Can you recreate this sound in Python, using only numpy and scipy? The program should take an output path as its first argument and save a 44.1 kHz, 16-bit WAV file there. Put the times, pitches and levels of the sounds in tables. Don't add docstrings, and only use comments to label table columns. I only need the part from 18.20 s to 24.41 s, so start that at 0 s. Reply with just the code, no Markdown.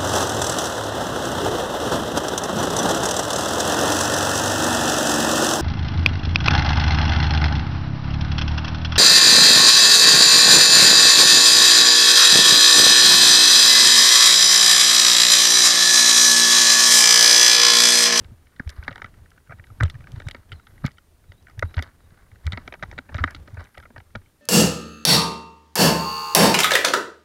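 import sys
import numpy as np
from scipy import signal
from scipy.fft import rfft, irfft
from scipy.io import wavfile
from scipy.ndimage import uniform_filter1d

SR = 44100
rng = np.random.default_rng(int(sys.argv[2]) if len(sys.argv) > 2 else 0)


def gain_from_db(level_db):
    decades = np.asarray(level_db, float) / 20
    return 10 ** decades


def unload_wav(signal):
    wavfile.write(
        sys.argv[1],
        SR,
        np.round(np.clip(np.atleast_2d(signal).T, -1, 1) * 32767).astype(np.int16),
    )


N = 273861

# pitch in Hz, width in Hz, level in dB.
HOUSING_MODES = [(1244, 190, 4), (1385, 329, 5.5), (1510, 252, 3.5), (1932, 172, -1.5), (2252, 166, -1.5)]
# pitch in Hz, width in Hz, level in dB.
SHELL_MODES = [(251, 47, 6.5), (374, 100, 3.5), (589.4, 79, 2), (797, 110, 3.5), (953, 46, -3)]
# pitch in Hz, width in Hz, level in dB.
LATCH_MODES = [(3000, 430, -5.5), (3850, 380, -3.5), (4450, 920, -7), (5500, 2000, -3), (7540, 760, -5.5),
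               (9876, 280, -9.5), (11200, 11000, -16)]
# time in seconds, level in dB.
RESTLESSNESS = [(0, -44), (0.2, -54), (0.8, -49), (1.2, -56), (1.68, -50), (1.8, -47.5), (1.97, -43.5),
                (2.2, -50.5), (2.55, -48), (2.9, -61), (3.66, -46.5), (3.74, -56), (4.2, -55), (4.4, -47.5),
                (4.6, -47), (5.0, -45), (5.42, -50.5), (6.21, -58)]
# centre in seconds, change in dB, half length in seconds.
STILL_MOMENTS = [(0.313, -6, 0.16), (1.257, -7, 0.055), (2.24, -10, 0.032), (2.464, -8, 0.077),
                 (2.81, -5.5, .06), (3.713, -5.5, 0.052), (4.55, -6, 0.044), (4.84, -11.5, 0.047),
                 (5.513, -17, 0.046), (5.893, -5, 0.047), (6.168, -10, 0.09)]
# centre in seconds, peak in dB, half length in seconds.
STRAP_SCUFFS = [(0.653, -53.5, 1), (1.958, -43.5, 0.075), (0.526, -52, 0.031), (2.65, -38.5, 0.06),
                (4.926, -44, 0.046), (1.641, -38.5, 0.061), (3.63, -52, 0.35), (3.993, -59.5, 0.43),
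                (4.352, -48, 0.4), (5, -40, 0.12), (5.411, -47, 0.2)]
# frequency in Hz, density in dB per Hz.
HISS_SPECTRUM = [(100, 5.5), (300, 7.5), (1000, -3.5), (2500, -6.5), (5000, -9), (8000, -9.5), (13000, -10),
                 (15800, -13)]
# crest in seconds, peak in dB, pitch in Hz, rise in ms, fall by 8 dB in ms.
HELMET_THUDS = [(0.404, -29.5, 124, 5, 2.5), (0.473, -21, 73.5, 11, 15), (0.592, -25, 71, 13, 14),
                (0.695, -30.5, 115, 7.5, -1.5), (1.518, -35.5, 99, 20, 12), (1.617, -14, 109.8, 13, 37),
                (1.635, -13, 88, 14, 25), (1.944, -26.5, 95, 8.8, 10), (1.979, -28, 102, 14, 7.5),
                (2.073, -23.5, 102, 12.5, 7), (2.65, -13.5, 115.6, 3.7, 4), (3.39, -26.5, 102, 23, 8),
                (3.44, -19.5, 92.6, 17, 22), (3.579, -14, 86, 11, 22), (4.278, -16.5, 79.5, 41, 10),
                (4.313, -31, 92.3, 66, 46), (4.335, -23.5, 98.4, 1.9, 22), (4.953, -19, 98, 5.2, 12),
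                (5.017, -18, 81.6, 19, 18), (5.048, -23.5, 90, 12, 24.5), (5.34, -29.5, 97, 12.6, 13),
                (5.384, -29, 91.4, 17, 26), (2.313, -40, 102.5, 31, 44), (5.959, -32, 108, 20, 26)]
# crest in seconds, peak in dB, pitch in Hz.
HELMET_NODS = [(0.006, -43, 83), (0.122, -36, 110), (0.631, -36, 88.7), (0.716, -39, 115),
               (0.848, -38.5, 114), (1.023, -42.5, 91), (1.303, -41, 102.5), (1.343, -37.5, 103),
               (1.4, -36.5, 100), (1.76, -34, 105), (1.805, -37.5, 105), (2.537, -45, 78.4),
               (2.681, -44, 112), (3.1, -37.5, 93), (3.925, -47.5, 110), (4.131, -39, 88.5),
               (4.632, -38, 121.4), (4.689, -33.5, 67), (4.985, -44, 80.4), (5.213, -34.5, 84),
               (5.587, -41, 79), (5.784, -37.5, 106)]
# start in seconds, peak in dB, brightness in Hz.
BUCKLE_TICKS = [(0.0446, -42, 4300), (0.5015, -37, 5230), (0.6368, -41.5, 3990), (0.68, -33.5, 3050),
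                (0.819, -41.5, 3500), (0.844, -42, 3400), (1.1047, -49.5, 5360), (1.607, -37.5, 3720),
                (1.6342, -19, 4575), (1.709, -46, 4210), (1.919, -38.5, 4670), (2.0862, -30.5, 4890),
                (2.3231, -36, 4250), (3.58, -43.5, 3370), (3.591, -32.5, 3040), (3.6245, -27, 4690),
                (4.374, -35, 3060), (4.4768, -37, 3800), (4.627, -35.5, 3880), (5.4413, -49, 5500),
                (4.7863, -33, 3280), (4.944, -33, 3890), (4.9812, -39.5, 3780), (5.0388, -25, 3168),
                (5.3436, -51.5, 5330), (5.1082, -40, 5650), (5.152, -38.5, 4100), (5.58, -38, 4700),
                (5.9556, -35.5, 3850), (0.397, -46.5, 4280), (0.708, -43.5, 4080), (1.468, -54, 5040),
                (2.7172, -50, 5500), (3.226, -55, 3930), (3.429, -41.5, 3550), (4.255, -47, 4660),
                (4.957, -41, 4680), (5.449, -52, 3500), (5.601, -42, 4500), (5.78, -47.5, 3680),
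                (1.624, -50, 5000), (1.659, -47, 3500), (2.783, -52, 4530), (2.678, -44, 4500),
                (3.299, -52, 5500), (4.321, -25, 4450), (4.325, -41, 3560), (1.703, -40, 3600),
                (3.546, -43, 4140), (1.612, -51, 4800), (1.667, -49, 3200), (4.948, -52, 4030),
                (2.328, -39, 3320), (2.667, -33, 3800), (0.493, -45, 5330), (2.114, -36, 4320),
                (5.407, -46.5, 4730)]
# start in seconds, peak in dB, brightness in Hz.
FURTHER_TICKS = [(0.3626, -55, 3600), (0.4964, -38, 4920), (0.5054, -48, 4200), (0.7134, -45, 3400),
                 (0.8604, -52, 3800), (1.6494, -41, 4300), (0.758, -47, 4920), (1.8711, -51, 3700),
                 (1.9994, -43, 4760), (2.0204, -50, 3730), (2.0685, -48, 5230), (2.0734, -47, 3700),
                 (2.166, -55, 3820), (2.6574, -42, 4500), (4.6334, -34, 4100), (5.1644, -53, 4300),
                 (5.2769, -48, 3300), (0.7795, -47, 4860)]
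# start in seconds, peak in dB, length in ms, tick level in dB against the knock.
LATCH_RATTLES = [(0.473, -41, 2.7, -5), (0.4905, -39.5, 12, 9.5), (0.724, -40, 5.9, -2),
                 (0.755, -34.5, 5.7, -5.5), (0.777, -47, 6.4, 4), (1.649, -39.5, 11.5, -7),
                 (1.6962, -38, 5.7, 8), (1.958, -50, 0.67, 0), (1.9995, -36, 2.1, -9),
                 (2.1085, -34.5, 4.2, 7), (2.1441, -34, 6.9, -7), (2.3162, -35.5, 8.4, 5),
                 (2.6501, -32.5, 5.8, 2), (2.6602, -29, 6.77, 7), (3.1173, -42, 2.4, -4),
                 (3.391, -32, 4.3, 7.5), (3.54, -37, 1.6, -3), (3.565, -35.5, 6.5, 1),
                 (3.629, -42, 1.95, -4), (4.2642, -33.5, 2.3, 8), (4.3198, -30.5, 2.7, 0.5),
                 (4.3278, -30.5, 11, -1), (4.5223, -33, 3, -8), (4.537, -34, 5.6, -8.5),
                 (4.7114, -37, 1.4, -5), (4.7772, -31.5, 2.96, -6), (4.965, -37, 2, -2),
                 (5.145, -35.5, 3.64, 5.5), (5.409, -48, 1.6, -22), (5.5703, -36.5, 12.5, -11.5)]
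# start in seconds, peak in dB, loudest part in Hz.
STRAP_TAPS = [(0.045, -40, 1790), (0.361, -45, 1580), (0.602, -42, 1310), (0.645, -38, 2090),
              (1.056, -41.5, 1410), (1.115, -40, 1470), (1.177, -39, 1400), (1.439, -38, 1880),
              (1.501, -36, 1300), (1.656, -39, 1460), (1.678, -37, 1780), (1.742, -39, 1480),
              (1.751, -36.5, 1455), (1.805, -40, 1820), (2.097, -37, 1930), (2.165, -41, 1440),
              (2.292, -48, 1990), (2.396, -38, 1320), (5.3442, -41.5, 1500), (2.468, -35, 1820),
              (2.578, -39.5, 1880), (2.69, -39, 1770), (2.708, -43.5, 1980), (2.771, -48, 1980),
              (2.782, -36, 1950), (3.268, -33, 1910), (3.296, -38.5, 1360), (3.452, -44.5, 1530),
              (3.508, -42, 1340), (4.114, -41, 1840), (4.156, -41.5, 1760), (4.55, -36.5, 1590),
              (4.594, -41, 1570), (5.162, -36.5, 1620), (5.274, -34, 1260), (5.427, -49, 1320),
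              (5.47, -42.5, 1590), (5.477, -54, 1770), (5.544, -41, 1540), (5.625, -36, 1380),
              (5.634, -35.5, 1410), (5.801, -35.5, 1440),
              (0.268, -45.5, 2130), (0.94, -44, 1300), (1.273, -45, 1510), (1.385, -42, 1510),
                   (1.469, -42, 1630), (1.84, -39, 1470), (3.04, -47.5, 1560), (3.282, -38, 1350),
                   (3.309, -44, 1830), (5.455, -41.5, 1850), (5.55, -37.5, 1372), (5.904, -50, 1490),
                   (6.059, -47.5, 1900)]
# start in seconds, peak in dB, loudest part in Hz, length in ms, low body in dB against the peak.
HOUSING_KNOCKS = [(0.3949, -24.5, 1420, 5.54, -16.5), (0.6786, -20, 1820, 3.34, -10.5),
                  (0.8173, -27, 1800, 3.8, -13.5), (0.8429, -29, 1890, 4.8, -14.5),
                  (1.602, -25, 1500, 5.3, -14), (1.606, -14.5, 1404, 4.4, -18),
                  (1.6231, -27, 1370, 12.2, -8), (1.6284, -23.5, 1400, 4.9, -13),
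                  (2.0843, -30, 2020, 0.64, -10), (2.642, -30.5, 1220, 0.98, -2.5),
                  (3.424, -15.5, 1180, 5.14, -9), (3.578, -28, 1820, 4.3, -8),
                  (3.5896, -24.5, 1640, 5.7, -10), (3.6228, -31.5, 1850, 1.3, -8),
                  (4.274, -30.5, 1780, 1.58, -13.5), (4.372, -27.5, 1700, 6.4, -8),
                  (4.4756, -29, 1860, 4.7, -9.5), (4.6245, -24, 1670, 3.1, -9.5),
                  (4.632, -26, 1660, 4.5, -7.5), (4.786, -24, 1730, 3.1, -13),
                  (4.943, -30.5, 1730, 7.8, -5.5), (4.9821, -25.5, 1530, 7.3, -27),
                  (5.0381, -14, 1364, 3, -12), (5.0386, -12.5, 1890, 4.22, -27),
                  (5.0744, -27, 1630, 10.4, -16.5), (5.951, -28, 1530, 6.85, -5.5)]
# start in seconds, peak in dB, length in ms, low body in dB against the peak.
MOUNT_BUMPS = [(0.6256, -37, 4.2, -15), (0.691, -33, 2.2, -27), (0.707, -43, 3.2, -2),
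               (0.712, -39.5, 7.4, -4), (0.858, -43.5, 9.7, -12), (1.2936, -42, 6.1, -10),
               (1.305, -37, 12, -11), (1.319, -34.5, 9.4, -6.5), (1.3956, -39, 3.25, -19.5),
               (1.8699, -38.5, 3.8, -28), (2.0183, -39.5, 4.4, -34), (2.0684, -40, 2.6, -10),
               (2.679, -34.5, 1.6, -13), (4.7256, -41, 5.8, 0), (4.8893, -44, 8.8, 0),
               (4.9557, -37, 6.6, -32), (5.0147, -39, 6.3, -10), (5.0992, -40, 26, -14),
               (5.369, -37.5, 9.2, -6), (5.599, -44, 5.3, -9), (5.653, -40, 6.5, -11.5),
               (5.281, -46, 3.6, -0.5), (5.703, -58, 5.5, 9.5), (0.7775, -36.5, 3, -9),
               (0.668, -58, 2.5, -17), (3.377, -53, 2.8, 2), (5.02, -44.5, 3.4, -4),
               (5.028, -46.5, 4.3, -18), (2.331, -68, 5.3, -15), (0.713, -51, 2.7, -19),
               (5.7609, -36, 7.5, -6), (5.779, -40.5, 4.2, -4)]
# start in seconds, peak in dB, pitch in Hz.
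MOUNT_TWISTS = [(0.394, -33.5, 250), (0.679, -30, 253), (1.604, -27, 280), (1.934, -48, 232.3),
                (2.061, -54, 233), (2.146, -40, 252), (2.641, -24, 239), (3.593, -30.5, 250),
                (4.328, -36, 184), (4.374, -31.5, 247), (4.472, -36.5, 262), (4.634, -52, 191),
                (4.786, -32.5, 255), (4.889, -41, 243), (4.945, -40, 193), (4.982, -31.5, 251),
                (5.037, -25, 269), (5.145, -39, 290), (5.275, -46, 282), (5.702, -43.5, 234),
                (5.76, -44.5, 281), (5.949, -35.5, 206)]
# start in seconds, peak in dB, pitch in Hz.
HELMET_SHRUGS = [(0.392, -57, 130), (0.464, -47, 129), (0.689, -37, 145), (1.293, -38, 141),
                 (1.577, -58, 129), (1.624, -16.5, 137.6), (1.741, -33.5, 129), (1.843, -43, 149),
                 (1.933, -27.5, 127.7), (2.058, -32, 132), (2.318, -34.5, 130.5), (2.64, -19.5, 138),
                 (3.421, -34, 129), (3.566, -30.5, 132), (4.259, -27.5, 137), (4.324, -47, 130),
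                 (4.445, -53.5, 151), (4.626, -57, 129), (4.768, -37.5, 140), (4.941, -51, 129),
                 (5.03, -30, 183), (5.948, -34, 131)]
# start in seconds, length in seconds, start pitch in Hz, end pitch in Hz, level in dB.
FAR_BIRDS = [(2.046, 0.026, 3750, 3880, -59), (1.706, 0.018, 4260, 4200, -59),
             (2.327, 0.073, 4316, 3850, -60.5), (2.39, 0.097, 3915, 3900, -67),
             (2.721, 0.029, 4650, 4420, -65), (3.069, 0.11, 3950, 3480, -67.5),
             (3.164, 0.044, 3790, 3930, -65.5), (3.46, 0.07, 3830, 3970, -60),
             (3.802, 0.077, 3880, 3720, -67), (5.225, 0.045, 3170, 3200, -76),
             (6.022, 0.083, 3024, 3084, -71)]


def place(starts_s, sounds):
    out = np.zeros(N + SR)
    at = np.maximum(np.round(np.asarray(starts_s) * SR).astype(int), 0)
    np.add.at(out, at[:, None] + np.arange(sounds.shape[1]), sounds)
    return out[:N]


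def rms_one(x):
    return x / np.sqrt(np.mean(x ** 2) + 1e-20)


def peak_one(sounds):
    return sounds / np.abs(sounds).max(axis=1, keepdims=True)


def resonance(x, hz, width_hz):
    r = np.exp(-np.pi * width_hz / SR)
    gain = (1 - r * r) / 2
    return signal.lfilter(np.array([1, 0, -1]) * gain, [1, -2 * r * np.cos(2 * np.pi * hz / SR), r * r], x + 1e-18)


def ring_modes(x, modes, widen=1):
    return sum(gain_from_db(db) * resonance(x, hz, widen * width_hz) for hz, width_hz, db in modes)


def band(x, low_hz, high_hz, order=2):
    return signal.sosfilt(signal.butter(order, [low_hz, high_hz], "band", fs=SR, output="sos"), x)


def low_pass(x, hz, order):
    return signal.sosfilt(signal.butter(order, hz, fs=SR, output="sos"), x)


def drift(rate_hz):
    r = np.exp(-2 * np.pi * rate_hz / SR)
    return rms_one(signal.lfilter([1], [1, -2 * r, r * r], rng.standard_normal(N + SR))[SR:])


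def struck(contact, modes, centre_hz, focus_db, scatter_db):
    out = 0
    for k, (hz, width_hz, level_db) in enumerate(modes):
        octaves_off = np.abs(np.log2(hz / centre_hz))
        scatter = scatter_db * rng.standard_normal(len(contact))
        strength = gain_from_db(level_db - focus_db * octaves_off + scatter)
        out = out + (-1) ** k * strength[:, None] * resonance(contact, hz, width_hz)
    power = uniform_filter1d(out ** 2, size=90, axis=1)
    return out / np.sqrt(power.max(axis=1, keepdims=True))


def chatter(length_s, rise, rough_db, strike):
    u = np.arange(1500) / SR / length_s[:, None]
    impacts = rng.standard_normal(u.shape)
    impacts *= gain_from_db(rough_db * np.clip(rng.standard_normal(u.shape), -2, 2))
    impacts *= u ** rise * np.exp(-u)
    impacts /= np.sqrt(np.sum(impacts ** 2, axis=1, keepdims=True))
    crest = np.clip(rise * length_s * SR, 0, 1400).astype(int)
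    impacts[np.arange(len(u)), crest] += strike * np.exp(-length_s / 0.0033)
    return impacts


def rubbing(blows, booms):
    t = np.arange(N) / SR
    restless_db = np.interp(t, *np.transpose(RESTLESSNESS))
    stillness_db = sum(db * np.exp(-((t - s) / half) ** 2) for s, db, half in STILL_MOMENTS)
    rumble = gain_from_db(restless_db + stillness_db)
    rub = gain_from_db(-65 + restless_db + 45)
    scuff = sum(gain_from_db(db) * np.exp(-np.abs(t - s) / half * 7.5) for s, db, half in STRAP_SCUFFS)
    fade = np.exp(-1 / (0.018 * SR))
    shake = np.sqrt(signal.lfilter([1 - fade], [1, -fade], blows ** 2))

    slips = rng.random(N) < 2000 / SR
    slips = slips * gain_from_db(3.2 * np.minimum(rng.exponential(1, N), 4))
    slips = slips * rng.choice([-1, 1], N)
    slips = slips * gain_from_db(4.2 * drift(45))
    ring = band(ring_modes(slips, HOUSING_MODES), 1120, 2350, order=4)
    ring += gain_from_db(-3) * ring_modes(slips, SHELL_MODES, widen=2)
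    ring = low_pass(ring, 2600, 4)
    crisp = slips * gain_from_db(4.5 * drift(80))
    latch = ring_modes(crisp, LATCH_MODES[:3])
    ring = low_pass(ring + gain_from_db(-5.5) * latch, 4700, 4)
    drag = gain_from_db(-23.5) * scuff * rms_one(band(latch, 2700, 4700, order=3))

    push = rng.standard_normal((2, N)) * gain_from_db(2.0 * drift(29))
    sway = rumble * rms_one(resonance(push[0], 78.0, 26))
    jerk = gain_from_db(-4) * rumble + gain_from_db(-14) * uniform_filter1d(np.abs(booms), size=1500)
    lurch = jerk * rms_one(band(push[1], 9.3, 58))
    return (rub + scuff + gain_from_db(-28.5) * shake) * rms_one(ring) + drag + sway + lurch


def electronics():
    hz, level_db = np.transpose(HISS_SPECTRUM)
    log_hz = np.log(np.fft.rfftfreq(N, 1 / SR) + 1)
    shape = gain_from_db(np.interp(log_hz, np.log(hz), level_db))
    hiss = gain_from_db(-65.5) * rms_one(irfft(rfft(rng.standard_normal(N)) * shape, N))
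    t = np.arange(N) / SR
    flutter = 1 + 0.5 * np.sin(2 * np.pi * 36 * t)
    whine = gain_from_db(-81.5) * np.sqrt(2) * np.sin(2 * np.pi * 9525 * t) * flutter
    writing = uniform_filter1d(1.0 * (np.abs(t % 1 - 0.55) < 0.105), size=400)
    noise = rng.standard_normal(N)
    buzz = rms_one(band(noise, 11240, 11500))
    buzz += gain_from_db(-2.0) * rms_one(band(noise, 9400, 9700))
    buzz += gain_from_db(-7.0) * rms_one(band(noise, 13300, 14800))
    return hiss + whine + gain_from_db(-76.0) * writing * buzz


def thuds():
    nod_rise_ms, nod_fall_ms, lead_s = 13.3, 12, 0.06
    nods = [(*row, nod_rise_ms, nod_fall_ms) for row in HELMET_NODS]
    s, peak_db, hz, rise_ms, fall_ms = np.transpose(HELMET_THUDS + nods)[:, :, None]
    flex_db = -20 + 0.95 * (hz - 95) - 0.44 * (peak_db + 24.5)
    t = np.arange(9000) / SR - lead_s
    rise = np.exp(-(t / (rise_ms * 0.00049)) ** 2)
    fall = 1 / np.cosh(t / (fall_ms * 0.00066))
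    swell = np.where(t < 0, rise, fall)
    chance = rng.random((len(s), 3))
    boom = np.sin(2 * np.pi * (hz * (t - 2.0 * t * np.abs(t)) + chance[:, :1]))
    flex_hz = 125 + 130 * chance[:, 1:2]
    flex = np.sin(2 * np.pi * (flex_hz * t + chance[:, 2:]))
    return place(s[:, 0] - lead_s, gain_from_db(peak_db) * swell * (boom + gain_from_db(flex_db - 6) * swell ** 1.5 * flex))


def ticks(rows):
    s, peak_db, hz = np.transpose(rows)
    hard = np.clip((hz - 3700) / 2200, 0, 1)[:, None]
    length_s = 0.0011 * (1 + 0.99 * (1 - hard[:, 0]) ** 2)
    contact = chatter(length_s, rise=0.14, rough_db=6, strike=2.0)
    soft = low_pass(contact, 4500, 2)
    ring = struck(soft + hard * (contact - soft), LATCH_MODES, hz, focus_db=11.5, scatter_db=3.0)
    first_instant = contact * np.exp(-np.arange(1500) / SR / 0.00028)
    crack = rms_one(band(first_instant, 1530, 9500, order=3))
    body = sum((-1) ** k * resonance(contact, f, 2 * w) for k, (f, w, _) in enumerate(HOUSING_MODES[2:]))
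    tick = ring + gain_from_db(-19.5) * (0.16 + hard) * crack + gain_from_db(-8.5) * peak_one(body)
    muffled = low_pass(tick, 6000, 4)
    openness = np.clip(2 * hard, 0, 1) ** 2
    return place(s, gain_from_db(peak_db - 2.5)[:, None] * (muffled + openness * (tick - muffled)))


def taps():
    s, peak_db, hz = np.transpose(STRAP_TAPS)
    contact = chatter(0.001877 + 0 * s, rise=0.536, rough_db=7.5, strike=0.42)
    contact = band(contact, 300, 5060, order=3)
    modes = SHELL_MODES + HOUSING_MODES + LATCH_MODES[:4]
    return place(s, gain_from_db(peak_db - 9.5)[:, None] * struck(contact, modes, hz, focus_db=14.5, scatter_db=3.5))


def knocks():
    rattles = [(s + 0.001005, db, 1820, ms, -12.5 - 0.86 * tick_db) for s, db, ms, tick_db in LATCH_RATTLES]
    bumps = [(s, db, 1600, ms, low_db) for s, db, ms, low_db in MOUNT_BUMPS]
    s, peak_db, hz, ms, low_db = np.transpose(HOUSING_KNOCKS + rattles + bumps)
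    raw = chatter(ms * 0.0004936, rise=0.491, rough_db=6.4, strike=1.7)
    jar = peak_one(band(ring_modes(raw, LATCH_MODES[:4]), 3100, 6000, order=3))
    contact = low_pass(raw, 2500, 4)
    padded = np.clip((1650 - hz) / 500, 0, 1)[:, None]
    contact = contact + padded * (low_pass(contact, 1500, 2) - contact)
    hollow = struck(contact, HOUSING_MODES, hz, focus_db=16.0, scatter_db=2)
    slap = struck(contact, [(740, 550, 0)], 800 + 0 * hz, focus_db=0, scatter_db=0)
    dull = struck(contact, SHELL_MODES, 650 + 0 * hz, focus_db=8.5, scatter_db=2.5)
    low = signal.sosfilt(signal.butter(2, 330, "high", fs=SR, output="sos"), dull + gain_from_db(-2) * slap)
    knock = hollow + gain_from_db(-22.5) * jar + gain_from_db(low_db + 3.0)[:, None] * low
    return place(s, gain_from_db(peak_db - 1.5)[:, None] * knock)


def twists():
    s, peak_db, hz = np.transpose(MOUNT_TWISTS + HELMET_SHRUGS)[:, :, None]
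    lead_s, lag_s = 0.03, 0.00632
    t = np.arange(4000) / SR - lead_s
    cycles = np.where(t < 0, 0.6, 1.7)
    swell = 1 / np.cosh(t * hz / cycles)
    ring = np.sin(2 * np.pi * (hz * t + rng.random((len(s), 1))))
    return place(s[:, 0] + lag_s - lead_s, gain_from_db(peak_db - 3.5) * swell * ring)


def birds():
    out, blur = np.zeros(N), drift(130)
    for s, length_s, start_hz, end_hz, level_db in FAR_BIRDS:
        u = np.clip((np.arange(N) / SR - s) / length_s, 0, 1)
        hz = start_hz + (end_hz - start_hz) * u
        swell = np.sin(np.pi * u) ** 0.5 * (0.65 + 0.55 * blur)
        out += gain_from_db(level_db - 2) * swell * np.sin(2 * np.pi * np.cumsum(hz) / SR)
    return out


def scene():
    rattles = [(s + 0.0028, db + tick_db, 4100 + 67 * tick_db) for s, db, _, tick_db in LATCH_RATTLES]
    blows = knocks() + ticks(BUCKLE_TICKS + rattles) + taps()
    booms = thuds() + twists()
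    blows = blows - 0.65 * resonance(blows, 1090, 170)
    mix = blows + booms + rubbing(blows, booms) + birds() + electronics() + ticks(FURTHER_TICKS)
    return mix[None]


def roll_off(x):
    return signal.sosfilt(signal.butter(12, 15830, fs=SR, output="sos"), x)


def record(dry):
    cut = signal.sosfilt(signal.cheby2(20, 50, 16050, fs=SR, output="sos"), dry)
    return roll_off(cut)


dry = scene()
out = record(dry)
unload_wav(out)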